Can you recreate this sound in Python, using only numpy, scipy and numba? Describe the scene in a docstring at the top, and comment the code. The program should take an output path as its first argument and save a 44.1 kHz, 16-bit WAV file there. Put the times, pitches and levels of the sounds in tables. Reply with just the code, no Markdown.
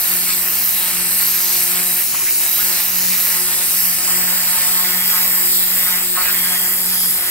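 """Bright hiss and fizz throb over a drumming tone: a pressure washer's spinning nozzle sweeps wet block
paving outdoors, two metres from a phone with two microphone ports. The pencil jet circles about 181 times
a second; it drums partials of that rate on the stones, slaps the joints with nearly repeating noise bursts,
sets off passing rings and brighter slaps, and throws up splash, fizz and hiss that throb with the turn.
The pump motor hums further off over low water rumble, and the spray drifts left with the lance's strokes."""
import sys
import numpy as np
from scipy import signal
from scipy.fft import rfft, irfft, next_fast_len
from scipy.io import wavfile
from scipy.ndimage import map_coordinates
from numba import njit

SR = 44100
rng = np.random.default_rng(int(sys.argv[2]) if len(sys.argv) > 2 else 0)


def output_pcm(signal):
    """Save a mono or channel-first signal as 16-bit PCM at the path in sys.argv[1].

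    Samples are clipped to [-1, 1] before scaling.
    """
    pcm = np.clip(np.atleast_2d(signal).T, -1, 1) * 32767
    wavfile.write(sys.argv[1], SR, np.round(pcm).astype(np.int16))


N = 322047

# the two microphone ports: (frequency [Hz], left over right from ahead [dB], more of it from far left [dB],
# right port's phase behind the left [rad], share of noise power common to both [0-1])
PORTS = [(60, 1.8, 1, 0, .72), (700, 2.4, 0, -.2, .68), (1600, -1.5, 1, -.6, .62),
         (2100, -5.8, 1.5, -.8, .45), (2600, -1.5, -1, .5, .45), (3900, 1, -1.5, 1.4, .55),
         (5200, -1.5, 4.5, .9, .45), (6400, -1.5, 3.5, 1.8, .55), (7700, 8, -2, 4.2, .45),
         (9000, 4.4, -3.5, 5.7, .62), (10000, 5, -4, 6.0, .56), (11600, -2.5, 1, 6.0, .56),
         (12900, -3.3, 2.5, 6.65, .63), (15700, 1.7, -3, 7.2, .45)]
FAR_LEFT_US = 100  # right port's delay at which the far-left columns apply in full [us]
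OPPOSITE = np.array([[1], [-1]])  # up on the left port, down on the right


def undb(db):
    """Gain of a level in dB."""
    return 10 ** (np.asarray(db) / 20)


def unit(x):
    """Scale to an rms of one, taken over both ports together if there are two."""
    return x / np.sqrt(np.mean(x ** 2))


def curves(table):
    """Columns of a timed table joined by straight lines, one value a sample."""
    s, *columns = np.transpose(table)
    return [np.interp(np.arange(N) / SR, s, c) for c in columns]


def eased(table):
    """Columns of a timed table that slow to rest at every row, like a swinging arm."""
    s, *columns = np.transpose(table)
    row = np.interp(np.arange(N) / SR, s, np.arange(len(s)))
    row = np.floor(row) + np.sin(np.pi / 2 * (row % 1)) ** 2
    return [np.interp(row, np.arange(len(s)), c) for c in columns]


def at(table, hz):
    """Columns of a frequency table, read on a log-frequency axis."""
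    f, *columns = np.transpose(table)
    return [np.interp(np.log(hz), np.log(f), c) for c in columns]


def walk(rate):
    """Random values, rate a second, joined by lines; the values spread near one."""
    points = int(N / SR * rate) + 2
    values = rng.standard_normal(points)
    return 0.959 * np.interp(np.arange(N) * rate / SR, np.arange(points), values)


def ports(colour, lo_hz, hi_hz, lag_us):
    """A band of coloured noise at both ports: one shared part, later on the right, and one part each."""
    size = next_fast_len(N)
    hz = np.fft.rfftfreq(size, 1 / SR)
    inside = (hz >= lo_hz) & (hz < hi_hz)
    centre = (lo_hz + hi_hz) / 2
    chance = rng.standard_normal((2, 3, inside.sum()))
    spectrum = undb(at(colour, hz[inside])[0])
    shared, left, right = (chance[0] + 1j * chance[1]) * spectrum
    pan_db, _, behind, alike = at(PORTS, hz[inside])
    same = np.sqrt(np.clip(alike, 0, 1))
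    apart = np.sqrt(np.clip(1 - alike, 0, 1))
    to_left, to_right = undb(pan_db / 2), undb(-pan_db / 2)
    late = same * shared * np.exp(-1j * behind) * to_right
    bins = np.zeros((4, len(hz)), complex)
    bins[:, inside] = (same * shared + apart * left) * to_left, apart * right * to_right, late, -1j * late
    left, right, late, quarter = irfft(bins, size)[:, :N]
    # a moving delay turns the phase of a narrow band
    angle = 2 * np.pi * centre * lag_us / 10 ** 6
    both = np.array([left, right + late * np.cos(angle) + quarter * np.sin(angle)])
    # the phone's body shades each port differently as the source turns
    turn_db = at(colour, centre)[1] + at(PORTS, centre)[1] / 2 * OPPOSITE
    return both * undb(turn_db * lag_us / FAR_LEFT_US)


def sideways(x, lag_us):
    """One sound at both ports: each favours its own frequencies; the right is later as the lance moves left."""
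    size = next_fast_len(N)
    pan_db, _, behind, _ = at(PORTS, np.fft.rfftfreq(size, 1 / SR) + 1)  # 1 Hz up keeps the log finite
    responses = np.array([undb(pan_db / 2), undb(-pan_db / 2) * np.exp(-1j * behind)])
    left, right = irfft(rfft(x, size) * responses, size)[:, :N]
    heard_from = np.arange(N) - lag_us * SR / 10 ** 6
    return np.array([left, map_coordinates(right, [heard_from], mode="mirror")])


@njit
def svf(x, hz, damping):
    """State-variable band-pass with a moving centre, gain 1 there; damping is width over centre."""
    y, band, low = np.empty(len(x)), 0., 0.
    for i in range(len(x)):
        g = np.tan(np.pi * hz[i] / SR)
        v = (band + g * (x[i] - low)) / (1 + g * (g + damping))
        band, low, y[i] = 2 * v - band, low + 2 * g * v, damping * v
    return y


def edges_met(turns, memory, burst, jitter, firm=0):
    """The jet meets nearly the same stone edges each turn, so a noise burst nearly repeats; firm adds a knock.

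    burst: decay [turns]; jitter: wander in place [turns]; memory: share carried to the next turn."""
    points = 244  # noise points in one turn
    rows = rng.standard_normal((int(turns[-1]) + 3, points))
    rows = signal.lfilter([1], [1, -memory], rows, axis=0)
    rows = rows * (np.exp(-np.arange(points) / points / burst) + 0.099)
    rows = rows + firm * np.exp(-np.arange(points) / 2)  # the same knock each turn
    place = (turns + 1 + jitter * walk(60)) * points
    return np.interp(place, np.arange(rows.size), rows.ravel())


def motor_hum():
    """The distant pump motor: fixed-pitch sine lines that waver a little in level and phase."""
    # motor lines before wavering: (frequency [Hz], rms level [dB])
    lines = [(48, -51.5), (96, -64), (136, -59.5)]
    t, hum = np.arange(N) / SR, 0
    for hz, db in lines:
        gain = np.sqrt(2) * undb(db + 0.37 * walk(5))
        hum = hum + gain * np.sin(2 * np.pi * hz * t + 0.18 * walk(2.9))
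    return hum


def water_rumble(lag_us):
    """Low rumble of the water: six bands of coloured noise, each wandering in level."""
    # rumble colour: (frequency [Hz], relative density from ahead [dB per Hz], more from far left [dB])
    rumble_colour = [(18, -35, 0), (30, -7.5, -2), (123, -7, -1), (307, -4, 0.8), (486, -10, 3.5),
                     (700, -17.5, 2.2)]
    level_db = -45.5
    edges, rumble = np.geomspace(30, 640, num=7), 0
    for lo, hi in zip(edges[:-1], edges[1:]):
        rumble = rumble + ports(rumble_colour, lo, hi, lag_us) * undb(1.5 * walk(6.0))
    return unit(rumble) * undb(level_db)


def drum(turns, *levels_db):
    """The lowest partials of the circling blow, each wavering and shifting between the ports."""
    pan_db = 2.5  # left over right
    out = 0
    for k, db in enumerate(levels_db, start=1):
        gain = np.sqrt(2) * undb(db + 1.54 * walk(25))
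        partial = gain * np.sin(2 * np.pi * k * turns + 0.42 * walk(20))
        out = out + partial * undb(1.4 * walk(3.02) * OPPOSITE)
    return out * undb(pan_db / 2 * OPPOSITE)


def passing_rings(turns):
    """Blows once a turn excite a gliding resonance that swells and fades; some blow spills past the ring."""
    # rings and brighter slaps under the jet: (start [s], end [s], start frequency [Hz], end frequency [Hz],
    # ring level before swell and flutter [dB], damping of each filter pass [width over centre])
    ring_events = [(0.24, 0.357, 2340, 2390, -33, 0.26), (1.73, 1.83, 2210, 2280, -33, 0.51),
                   (1.955, 2.02, 2600, 2600, -36, 0.22), (1.95, 2.024, 1750, 1800, -35, .4),
                   (2.135, 2.165, 1000, 1300, -30, .6), (2.15, 2.19, 2300, 2700, -30, .45),
                   (2.192, 2.24, 1100, 1000, -34, .6), (2.25, 2.318, 1900, 2490, -28.5, .6),
                   (2.57, 2.694, 1500, 1900, -33.5, 0.74), (3.09, 3.182, 2400, 2100, -30, .4),
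                   (4.065, 4.125, 900, 950, -30, 0.59), (4.156, 5.422, 1820, 1920, -37.5, 0.44),
                   (4.29, 5.426, 1000, 1070, -39, 0.65), (5.763, 6, 1970, 2050, -34, 0.28),
                   (6.15, 6.162, 1500, 1400, -31, 0.9), (6.157, 6.24, 1180, 1330, -22, .45),
                   (6.16, 6.25, 766, 830, -32.5, 0.33), (6.18, 6.245, 1800, 1950, -32, .4),
                   (6.215, 6.325, 2350, 2600, -28, .6), (6.235, 6.335, 1930, 1600, -27, .45),
                   (6.31, 6.38, 2150, 2250, -32, .4), (6.36, 6.62, 2050, 1900, -33.5, 0.28),
                   (6.402, 6.408, 2400, 2400, -31, 1.4)]
    rise, fall, longest_s = 0.3, 0.37, 0.029  # shares of the event's time, and the cap on both [s]
    spill_db, flutter_db = -9, 1.3
    t, out = np.arange(N) / SR, np.zeros(N)
    blows = edges_met(turns, memory=0.65, burst=0.15, jitter=0.028, firm=4)
    for start, end, hz0, hz1, db, damping in ring_events:
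        span = (t > start) & (t < end)
        now, blow, damping = t[span], blows[span], float(damping)
        hz = np.interp(now, [start, end], [hz0, hz1])
        swell = (now - start) / min(rise * (end - start), longest_s)
        fade = (end - now) / min(fall * (end - start), longest_s)
        inside = np.clip(np.minimum(swell, fade), 0, 1)
        ring = unit(svf(svf(blow, hz, damping), hz, damping))
        spill = unit(svf(svf(blow, 1.57 * hz, 0.67), 1.57 * hz, 0.67))
        out[span] += (ring + undb(spill_db) * spill) * inside * undb(db)
    return out * undb(flutter_db * walk(20))


def joints(turns, db, centre_hz):
    """The repeating slap: bursts once a turn, broadly coloured by the wet joints."""
    slap = edges_met(turns, memory=0.846, burst=0.45, jitter=0.016)
    ring = svf(svf(slap, centre_hz, 5.7), np.full(N, 1300.), 4.1)
    ring = signal.sosfilt(signal.butter(3, 900, "high", fs=SR, output="sos"), ring)
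    return unit(ring) * undb(db)


def spray(turns, levels_db, lag_us):
    """Narrow bands of water noise that throb with the turn, flicker and spit droplets."""
    # water colour: (frequency [Hz], relative density from ahead [dB per Hz], more from far left [dB])
    water_colour = [(550, -18, -0.5), (1700, -13.5, 0.5), (1750, -9.5, 0), (2830, -11, -7),
                    (3250, -15.5, 24), (3650, -13, 13), (3950, -7, 5.5), (4450, -8.5, 8.5),
                    (4850, -8.5, 13.5), (5400, -8, 11), (5870, -11.5, 3.5), (6840, -8, 4.5), (8470, 0, 4.5),
                    (10270, -3, 3), (12100, 0.5, 3), (12900, 1.5, 0), (14000, 0.5, 2), (15140, -2.5, 11.5),
                    (15850, 6.5, -15)]
    # layers from slap to hiss: (top frequency [Hz], once-a-turn throb depth [dB], flicker [dB],
    # droplet scatter [dB])
    layers = [(3134, -1, 0.47, 3), (4599, -1, 3.56, 2.5), (7004, -2, 1, 1.5), (11073, 1.24, 1.5, 2.0),
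              (15990, 2, 1.4, 0.5)]
    out, lo_hz = 0, 560
    for (top_hz, throb_db, flicker_db, drops_db), db in zip(layers, levels_db):
        edges = np.linspace(lo_hz, top_hz, num=6)
        # the loud side of the circle wanders as the jet crosses stones and joints
        side, twice = 1.1 * walk(2.57), 1.06 * walk(2.34)
        spit, layer = walk(1500), 0
        for lo, hi in zip(edges[:-1], edges[1:]):
            angle = 2 * np.pi * turns + side + 0.92 * walk(4)
            throb = np.cos(angle) + 1.8 * np.cos(2 * angle + twice) + 0.58 * np.cos(3 * angle + 2 * twice)
            moves_db = throb_db * throb + flicker_db * walk(9) + drops_db * spit
            layer = layer + ports(water_colour, lo, hi, lag_us) * undb(moves_db)
        # each port carries, on average, twice the power of the listed level
        out = out + unit(layer) * np.sqrt(2) * undb(db)
        lo_hz = top_hz
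    return out


def sheen(water):
    """A resonant peak in the hiss slides in frequency and swells."""
    # bright peak: (time [s], centre [Hz], lift [dB])
    bright_peak = [(0.0, 13200, 9), (0.27, 13100, 5), (0.5, 13400, 7), (0.8, 12900, 9), (1.03, 12900, 4),
                   (1.2, 12900, 7.5), (1.65, 12900, 7.5), (1.8, 12800, 6), (2.0, 12750, 7),
                   (2.15, 12800, 2), (2.4, 12900, 5), (2.52, 12700, 8.5), (2.85, 12850, 5.5),
                   (3.12, 12700, 4), (3.27, 12700, 3.5), (3.52, 12700, 2.5), (3.8, 12650, 6),
                   (4.05, 12600, 3), (4.3, 12930, 3), (4.62, 12700, 2), (4.9, 12900, 2), (5.3, 13000, 3.5),
                   (5.55, 13000, 3), (5.8, 13000, 3), (6.15, 13000, 0), (6.35, 13000, 3), (6.85, 13100, 1),
                   (7.3, 12900, 4)]
    hz, lift_db = curves(bright_peak)
    damping = 0.084  # width over centre
    return np.array([x + (undb(lift_db) - 1) * svf(x, hz, damping) for x in water])


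def scene():
    """Spray, slaps, rings and drumming share the nozzle's turn; the pump runs on its own."""
    # ends of the lance's to-and-fro strokes, drifting left: (time [s], right port's delay [us],
    # then levels before surges: hiss [dB], fizz [dB], splash [dB], low splash [dB])
    strokes = [(0.0, 2, -22.5, -26, -29.5, -29.5), (0.3, 19, -21.5, -25, -30.5, -30),
               (0.62, -18, -22.5, -23.5, -26.5, -29), (1.04, 16, -20.5, -23, -28.5, -30.5),
               (1.47, -15, -20.5, -22.5, -24, -26.5), (1.8, 11, -20.5, -22, -28.5, -31),
               (2.26, -43, -19, -22, -23, -28.5), (2.72, 5, -21, -24, -26, -29),
               (3.08, -30.5, -19.5, -23, -23.5, -27), (3.5, 25, -21, -24.5, -29.5, -32),
               (3.83, 6, -19.5, -24, -27, -31), (4.27, 49, -20.5, -24, -31.5, -35),
               (4.62, 31, -19, -24, -29.5, -33), (5.03, 76, -20.5, -25, -34, -36.5),
               (5.55, 49, -19, -23, -33, -35), (5.86, 71, -20.5, -25, -36, -36.5),
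               (6.18, 46, -20, -24.5, -34.5, -35.5), (6.45, 75, -22, -24.5, -35, -37),
               (6.72, 75, -20.5, -25, -37, -40.5), (7.0, 93.5, -21.5, -26.5, -35.5, -41.5),
               (7.3, 88, -23.5, -27.5, -40, -40.5)]
    # slap in the joints before wandering: (time [s], level [dB], repeating part over that level [dB])
    slaps = [(0.0, -32, -2), (0.1, -29.5, -4), (0.22, -31, -8), (0.3, -31.5, 5), (0.43, -30.5, -16),
             (0.47, -27.5, -13), (0.62, -33.5, 2.5), (0.76, -30.5, -1.5), (0.88, -28.5, -4),
             (1.05, -29.5, -4), (1.24, -27.5, -8), (1.4, -33.5, 5.5), (1.6, -29.5, -5), (1.78, -27.5, -1),
             (1.88, -30.5, -9), (2.02, -30, -9), (2.06, -35, -10), (2.1, -36.5, -4), (2.14, -31, 1),
             (2.22, -32.5, -3), (2.25, -32, -7), (2.31, -33, -9), (2.35, -34, -8), (2.43, -30.5, -2),
             (2.51, -32, -9), (2.58, -31, -2), (2.77, -27.5, -2.5), (2.91, -30.5, -5), (3.15, -30, -1),
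             (3.19, -30, -4), (3.45, -29.5, -1.5), (3.75, -31, -4.5), (4.05, -31.5, -3.5),
             (4.09, -28.5, -4.5), (4.4, -28.5, -3), (4.8, -29, 1), (5.18, -29, 1), (5.42, -29, -6),
             (5.5, -31, -9), (5.69, -30.5, -9), (5.92, -30, 7.5), (6.0, -26.5, -1.5), (6.06, -32.5, -2),
             (6.148, -31, -12), (6.16, -27.5, -2), (6.4, -28.5, -5), (6.53, -29.5, 4), (6.65, -30, -1.5),
             (7.05, -32, -4), (7.3, -30, 2)]
    # drumming on the stones before wandering: (time [s], first partial [dB], second [dB], upper partials [dB])
    drumming = [(0.0, -55, -50, -46), (0.12, -39.5, -43.5, -53), (0.45, -44, -46, -50),
                (0.67, -47, -51, -50), (0.84, -43, -45, -48), (1.02, -39, -41, -46.5), (1.2, -43, -49, -46),
                (1.52, -45.5, -42, -47), (1.79, -37.5, -41.5, -47), (1.97, -43, -42, -45),
                (2.03, -51, -51, -54), (2.12, -50, -50, -47), (2.25, -52, -45, -46), (2.37, -52, -45, -52),
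                (2.44, -49.5, -48.5, -48), (2.72, -40, -42.5, -40), (2.81, -49, -49, -44),
                (2.93, -40.5, -48, -58), (3.1, -35.5, -46, -51), (3.25, -45, -50, -48),
                (3.42, -40, -41, -44), (3.62, -46, -46, -41.5), (3.88, -39.5, -54, -51),
                (4.05, -44, -45, -46), (4.12, -39, -40.5, -45), (4.29, -36.5, -45.5, -40),
                (4.57, -44, -51, -37.5), (4.92, -37.5, -41.5, -45), (4.96, -37, -49, -40),
                (5.29, -40, -48.5, -41), (5.43, -40.5, -39, -46.5), (5.88, -40, -49.5, -43.5),
                (6.02, -39, -40.5, -47), (6.15, -42, -40, -43), (6.24, -47, -48, -38.5),
                (6.36, -41, -43, -55), (6.53, -36, -43, -40.5), (6.69, -42, -43, -51),
                (6.85, -39.5, -46, -44), (7.14, -39, -49, -51), (7.2, -54, -45, -42), (7.3, -52, -41, -56)]
    # third to fifth partial over the upper level: one value each [dB]
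    upper_offsets_db = [-9, -5, -5]
    turn_hz, slap_hz = 180.56, 1870  # mean turns a second; middle of the slap's wandering centre

    turns = np.cumsum(turn_hz + 0.4017 * walk(8)) / SR
    lag_us, hiss_db, fizz_db, splash_db, low_db = eased(strokes)
    slap_db, repeat_db = curves(slaps)
    first_db, second_db, upper_db = curves(drumming)

    # stones and joints pass under the jet in no order: slap, ring and upper partials come and go
    slap_db = slap_db + 0.66 * walk(14)
    repeat_db = repeat_db + 1.74 * walk(12)
    centre_hz = slap_hz * (1 + 0.097 * walk(4.8))
    drum_db = [first_db, second_db + 1.0 * walk(14)]
    drum_db += [upper_db + db + 3.9 * walk(15) for db in upper_offsets_db]

    surge_db = 0.61 * walk(9)  # common to all the spray
    spray_db = [slap_db - 3.5 + surge_db]
    spray_db += [db + surge_db + 0.63 * walk(8) for db in (low_db, splash_db, fizz_db, hiss_db)]

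    far = motor_hum() + water_rumble(lag_us)
    stones = joints(turns, slap_db + repeat_db, centre_hz) + passing_rings(turns)
    water = sheen(spray(turns, spray_db, lag_us))
    return far + drum(turns, *drum_db) + sideways(stones, lag_us) + water


def record(dry):
    """The phone rounds the highest peaks and cuts the top steeply."""
    top_hz = 15740
    rounded = np.tanh(.75 * dry) / .75
    return signal.sosfilt(signal.ellip(16, .3, 100, top_hz, fs=SR, output="sos"), rounded)


dry = scene()
out = record(dry)
output_pcm(out)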